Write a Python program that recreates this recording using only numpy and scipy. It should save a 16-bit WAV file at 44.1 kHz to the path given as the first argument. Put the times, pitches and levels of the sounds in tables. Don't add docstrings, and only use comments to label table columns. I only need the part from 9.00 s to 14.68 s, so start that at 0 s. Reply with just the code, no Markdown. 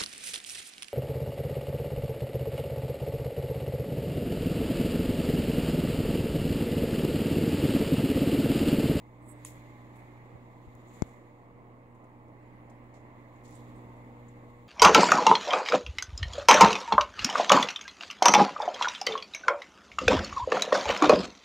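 import sys
import numpy as np
from scipy import signal
from scipy.fft import rfft, irfft, next_fast_len
from scipy.io import wavfile
from scipy.ndimage import uniform_filter1d, map_coordinates

SR = 44100
rng = np.random.default_rng(int(sys.argv[2]) if len(sys.argv) > 2 else 0)


def volts_from_db(level):
    exponent = np.asarray(level, float) / 20
    return 10 ** exponent


def master(y):
    cut = np.clip(np.atleast_2d(y).T, -1, 1)
    pcm = np.round(cut * 32767)
    wavfile.write(sys.argv[1], SR, pcm.astype(np.int16))


N = 250488

MAINS_HZ = 60
TOP_HZ = 15760
USUAL_HUM_DB = -55

# time_s, pump_db, trickle_db
DRIFT = [(0.0, -57, -73.5), (0.12, -55.5, -74), (0.25, -54, -71), (0.47, -52.5, -65.5), (0.84, -54.5, -68),
         (1.09, -53.5, -67), (1.5, -56.5, -71), (1.72, -56, -71.5), (2.01, -55.5, -67.5),
         (2.42, -59, -74.5), (3.31, -56.5, -73.5), (3.48, -55, -70), (4.3, -56, -70), (4.67, -52, -68.5),
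         (5.24, -53.5, -69), (5.68, -55.5, -71.5)]
# time_s, left_right_db
TANK_PAN = [(0, -2), (.9, -2), (4.4, -2.5), (5.2, -1)]
STRONG = [4, 5, 8]
# under_hum_db, gain_db_per_s, depth_db, crest_s, spacing_s
STANDING = [
    (-13, 1.47, 0, 1.1, 2.6),
    (-7, -0.52, 1, 0.041, 2.5),
    (-13.5, 0.35, 3.5, 2.27, 3.36),
]
# mains_multiple, under_hum_db
BUZZ = [(3, -26.5), (6, -18.5), (7, -44), (9, -17.5), (10, -17), (11, -30), (12, -35.5), (14, -17),
        (15, -16.5), (17, -16), (18, -18.5), (19, -19.5)]
# pitch_hz, under_hum_db, gain_db_per_s
THROB = [
    (48.4, -22, 2),
    (59.9, -10, -5.5),
    (99, -21, 1.1),
]
# freq_hz, density_db_per_hz
RUSH = [(15, -40), (50, -13.5), (90, -12), (200, -4), (330, -3), (420, -9), (750, -9.5), (900, -9.5),
        (1100, -10.5), (1250, -17), (1450, -26), (2000, -33), (4000, -45.5), (6000, -59.5)]
# freq_hz, density_db_per_hz
CABINET = [(15, -32), (30, -3.5), (48, 5), (62, 5.5), (90, 4), (140, -41)]
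# freq_hz, density_db_per_hz
TRICKLE = [(900, -17), (1500, -10.5), (1800, -4), (2100, 0), (2400, -8.5), (2700, -12), (3000, -17.5),
           (3600, -22), (4400, -26), (5500, -35), (9000, -50)]
# freq_hz, left_right_likeness (cosine)
ALIKE = [(60, 0.39), (290, 0.84), (640, 0.95), (1400, 0.17), (2200, 0), (5000, 0)]
# time_s, effort_db
GRIP = [(0.0, -81.5), (0.25, -83.5), (0.44, -78), (0.74, -79.5), (0.98, -80.5), (1.33, -82.5), (1.8, -80.5),
        (1.99, -77.5), (2.23, -83), (2.42, -83), (2.7, -94), (3.34, -92.5), (4.43, -81), (4.59, -78),
        (4.87, -81.5), (5.68, -82)]
# freq_hz, density_db_per_hz
CLOTH = [(1500, -31), (3500, 13), (5500, -4.5), (7000, -1), (9500, -11), (12000, -4), (14000, -3),
         (15700, -13)]
# start_s, level_db, attack_s, hold_s, release_s
SLIDE = [
    (0.203, -79, 0.013, 0.05, .03),
    (.225, -56.5, 0.066, 0.029, .045),
    (0.332, -78.5, 0.028, 0.053, .05),
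]
# freq_hz, density_db_per_hz
SKIN = [(5000, -44), (6500, -16), (7800, 3.5), (11000, -5), (12500, -11), (14000, -16), (15500, -16)]
# start_s, level_db, left_right_db, t60_s, centre_hz
SCUFFS = [(.453, -56, -0.5, 0.32, 8700), (.955, -77, -2, 0.44, 10000), (1.753, -89, 6, .1, 6500),
          (.452, -56, -6, 0.17, 3000), (1.927, -76, 1, 0.59, 7500), (2.06, -78, 3, 0.65, 7000),
          (2.947, -82, 0, 0.093, 7000), (3.04, -81, 1, .069, 7000), (3.28, -84, -6, .076, 5000),
          (3.697, -75, -4, 0.12, 5500), (3.938, -71.5, -1, 0.3, 4300), (4.435, -76, -3, 0.36, 7000),
          (4.445, -67.5, 1, 0.35, 3960), (4.475, -69.5, 1, .3, 6260), (4.51, -70.5, -6, 0.47, 5000),
          (4.96, -85, -6, .13, 7000)]
# start_s, level_db, left_right_db, t60_s, centre_hz
SQUEAKS = [
    (1.871, -78.5, 2, 0.35, 7000),
    (1.94, -78, 4, 0.45, 7200),
    (3.84, -81, -10, .026, 8700),
    (4.359, -83.5, 4, 0.066, 6800),
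    (4.548, -66.5, -17, .13, 8000),
    (4.758, -78.5, -6, 0.21, 8600),
    (5.283, -73.5, 3, .082, 7300),
    (5.57, -86, -3, .12, 8500),
]
# start_s, level_db, left_right_db, t60_s, centre_hz
THUDS = [
    (1.335, -49, 0, .12, 130),
    (1.356, -48.5, 0, .09, 550),
    (1.428, -51, 0, .07, 350),
]
# pitch_hz, level_db, t60_s
SNAP = [(6800, -45, .008), (8350, -43, .009), (10600, -38, .007), (1980, -45, .008), (2600, -48, .008),
        (1050, -47, .012), (3600, -51, .007), (13500, -50, .005)]
# time_s, level_db, left_right_db, lowest_hz, highest_hz
KNOCKS = [
    (2.0218, -31.5, 16, 302, 5000),
]
# freq_hz, width_hz, level_db
CASE = [(704, 120, 4), (1280, 310, -14), (2130, 220, 8.5), (3500, 270, -4.5), (5000, 2400, 0),
        (10800, 3000, -20.5)]
# time_s, peak_db, left_right_db
CLICKS = [
    (1.7525, -47, 14),
    (2.1715, -61, 14),
    (2.58, -68, 0),
    (3.755, -64, -10),
    (4.5095, -46, -2),
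]
# time_s, peak_db, left_right_db, rise_s, fall_s
BUMPS = [
    (1.354, -31.5, -6, 0.0015, 0.01),
    (1.672, -26, 18, 0.0055, 0.016),
    (1.751, -38, 14, 0.0038, 0.0049),
    (2.0215, -8, 36, 0.00058, 0.0025),
]
PUSH = [
    -1,
    -1,
    -1,
    1,
]
# freq_hz, width_hz, level_db
PORTS = [
    [(7000, 536, 14.5), (7750, 220, -3), (11400, 3700, -9.5), (16400, 550, -19)],
    [(7200, 380, -7), (8190, 510, 6.5), (11240, 1050, 5), (16300, 900, 14)],
]


def unit(x):
    return x / np.sqrt(np.mean(x ** 2) + 1e-20)


def along(points, hz):
    f, v = np.transpose(points)
    return np.interp(np.log(hz + 1), np.log(f + 1), v)


def curves(rows):
    s, *cols = np.transpose(rows)
    return [np.interp(np.arange(N) / SR, s, c) for c in cols]


def wobble(rate_hz):
    knots = rng.standard_normal(int(N * rate_hz / SR) + 4)
    return map_coordinates(knots, [np.arange(N) * rate_hz / SR])


def filtered(x, response):
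    m = next_fast_len(N + SR // 2)
    return irfft(rfft(x, m) * response(np.fft.rfftfreq(m, 1 / SR)), m)[..., :N]


def sides(pan_db):
    left = 1 / (1 + volts_from_db(-np.asarray(pan_db)))
    return 2 * np.array([left, 1 - left])


def noise(spectrum, patchy_db):
    z = signal.stft(rng.standard_normal((2, N)), nperseg=512)[2]
    field = uniform_filter1d(rng.standard_normal(z.shape[1:]), 4, 0)
    field = uniform_filter1d(field, 10, 1)
    pair = signal.istft(z * volts_from_db(patchy_db * unit(field)), nperseg=512)[1][:, :N]

    def mid_side(hz):
        turn = np.arccos(np.clip(along(ALIKE, hz), -1, 1)) / 2
        return volts_from_db(along(spectrum, hz)) * (hz < TOP_HZ) * np.array([np.cos(turn), np.sin(turn)])

    mid, side = filtered(pair, mid_side)
    return unit(np.array([mid + side, mid - side]))


def resonances(f, modes):
    return sum(volts_from_db(db) * 1j * f * w / (c * c - f * f + 1j * f * w) for c, w, db in modes)


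def pump_hum_db():
    return curves(DRIFT)[0] + 3.2


def pumps():
    t = np.arange(N) / SR
    hum_db = pump_hum_db()

    def tone(multiple, db, waver):
        level = volts_from_db(db + 3.5 * waver * wobble(3.95))
        phase = waver * wobble(5) + rng.uniform(0, 2 * np.pi)
        return level * np.sin(2 * np.pi * MAINS_HZ * multiple * t + phase)

    out = tone(2, hum_db, 0.18)
    for multiple, (db, gain, depth, crest_s, spacing_s) in zip(STRONG, STANDING):
        standing_db = depth * np.cos(2 * np.pi * (t - crest_s) / spacing_s)
        out += tone(multiple, hum_db + db + gain * t + standing_db, 0.31)
    for multiple, db in BUZZ:
        out += tone(multiple, hum_db + db - 1.5, 1.05)
    return out


def throb():
    t = np.arange(N) / SR
    hum_db = pump_hum_db()
    out = np.zeros(N)
    for hz, db, gain in THROB:
        level = volts_from_db(hum_db + db + gain * t + 2.0 * wobble(2.5))
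        out += level * np.sin(2 * np.pi * hz * t + 0.6 * wobble(4))
    return out


def rush():
    level_db = -56 + 0.44 * (curves(DRIFT)[0] - USUAL_HUM_DB)
    stroke = 1 + 0.29 * np.sin(2 * np.pi * 2 * MAINS_HZ * np.arange(N) / SR)
    return volts_from_db(level_db + wobble(7)) * stroke * noise(RUSH, patchy_db=1.0)


def rumble():
    level_db = -68 + curves(DRIFT)[0] - USUAL_HUM_DB
    return volts_from_db(level_db) * noise(CABINET, patchy_db=2.6)


def bubbles(count, hz, cycles):
    draw = rng.random((count, 3))
    pitch_hz = hz * volts_from_db(.3 * rng.standard_normal((count, 1)))
    u = np.arange(700) / SR * pitch_hz
    grain = np.sin(2 * np.pi * (u + 0.00075 * u * u)) * np.exp(-3 * u / cycles) * (1 - np.exp(-u))
    grain *= volts_from_db(-2 * np.log(draw[:, :1]))
    at = (draw[:, 1:2] * N).astype(int) + np.arange(700)
    share = [draw[:, 2:3], 1 - draw[:, 2:3]]
    return unit(np.array([np.bincount(at.ravel(), (grain * s).ravel())[:N] for s in share]))


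def trickle():
    splash = volts_from_db(2.5) * noise(TRICKLE, patchy_db=1.5)
    ringing = volts_from_db(-1.6) * bubbles(count=4000, hz=2027, cycles=18)
    return volts_from_db(curves(DRIFT)[1]) * (splash + ringing)


def tank():
    sources = pumps() + throb() + rush() + rumble() + trickle()
    panned = sources * sides(curves(TANK_PAN)[0])
    lag_s = 0.00024
    return filtered(panned, lambda f: np.array([np.exp(-2j * np.pi * f * lag_s), np.ones_like(f)]))


def cloth():
    level_db = -87.5 + 2.2 * (curves(GRIP)[0] + 84)
    return volts_from_db(level_db + 1.5 * wobble(60)) * sides([-2.5]) * noise(CLOTH, patchy_db=-0.5)


def slide():
    t = np.arange(N) / SR
    fade_db = 33
    stroke = np.zeros(N)
    for s, db, attack_s, hold_s, release_s in SLIDE:
        knots_s = np.cumsum([s - .01, .01, attack_s, hold_s, release_s, .01])
        stroke += volts_from_db(db + np.interp(t, knots_s, [-90, -fade_db, 0, 0, -fade_db, -90]))
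    return stroke * volts_from_db(-9.5 + 1.5 * wobble(121.5)) * sides([-32]) * noise(SKIN, patchy_db=-2.5)


def scuffs():
    out, t = np.zeros((2, N + SR)), np.arange(SR // 2) / SR
    hz = np.fft.rfftfreq(len(t), 1 / SR)
    grain = volts_from_db(1.5 * wobble(200))
    for rows, width_oct in [(SCUFFS, 0.7), (SQUEAKS, .22), (THUDS, 0.59)]:
        for s, db, pan_db, t60_s, centre_hz in rows:
            shape = (1 - np.exp(-t / (0.0067 * t60_s))) * volts_from_db(-60 * t / t60_s)
            octaves = np.log2(hz / centre_hz + 1e-6)
            band = np.exp(-.5 * (octaves / width_oct) ** 2) * (hz < TOP_HZ)
            grit = unit(irfft(rfft(rng.standard_normal((2, len(t)))) * band, len(t)))
            out[:, round(s * SR):][:, :len(t)] += volts_from_db(db) * sides([pan_db]) * shape * grit
    return out[:, :N] * grain


def snap():
    start_s, rise_s, gain_db = .4486, .001, 13
    t = np.clip(np.arange(N) / SR - start_s, 0, None)
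    ring = sum(volts_from_db(db + gain_db - 60 * t / t60_s) * np.sin(2 * np.pi * hz * t) for hz, db, t60_s in SNAP)
    return ring * (1 - np.exp(-t / rise_s)) ** 2 * sides([-1.5])


def knocks():
    def response(f):
        blow = 0
        for s, db, pan_db, low_hz, high_hz in KNOCKS:
            contact = (f / (f - 1j * low_hz) / (1 + 1j * f / high_hz)) ** 2 * 8000 / high_hz
            delay = np.exp(-2j * np.pi * f * s)
            blow = blow + volts_from_db(db + 14.5) * sides([pan_db]) * delay * contact
        return blow * resonances(f, CASE)

    return filtered(np.arange(N) == 0, response)


def clicks():
    out = np.zeros((2, N))
    for s, db, pan_db in CLICKS:
        out[:, round(s * SR)] = volts_from_db(db) * sides(pan_db)
    return filtered(out, lambda f: (f / (f - 4000j)) ** 2)


def bumps():
    t = np.arange(N) / SR
    puff = np.zeros((2, N))
    for sign, (s, db, pan_db, rise_s, fall_s) in zip(PUSH, BUMPS):
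        ramp = np.interp(t, [s, s + rise_s, s + rise_s + fall_s], [0, 1, 0])
        puff += sign * volts_from_db(db) * sides([pan_db]) / 2 * np.sin(np.pi / 2 * ramp) ** 2
    cut_hz, damping = 88, 1.15
    return filtered(puff, lambda f: -f * f / (cut_hz ** 2 - f * f + 1j * damping * f * cut_hz))


def hiss():
    level_db = -90.0 + 0.37 * (curves(DRIFT)[0] - USUAL_HUM_DB)
    return volts_from_db(level_db) * noise([(100, 0), (6000, 0), (9300, -1), (15000, 0)], patchy_db=.5)


def scene():
    return tank() + cloth() + slide() + scuffs() + snap() + knocks() + clicks() + bumps()


def band_limit(x):
    return signal.sosfilt(signal.butter(12, 16430, fs=SR, output="sos"), x)


def record(dry):
    def ports(f):
        return np.array([(1 + resonances(f, modes)) * (f < 16200) for modes in PORTS])

    mix = filtered(dry, ports) + hiss() - .0004
    return band_limit(mix)


dry = scene()
out = record(dry)
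master(out)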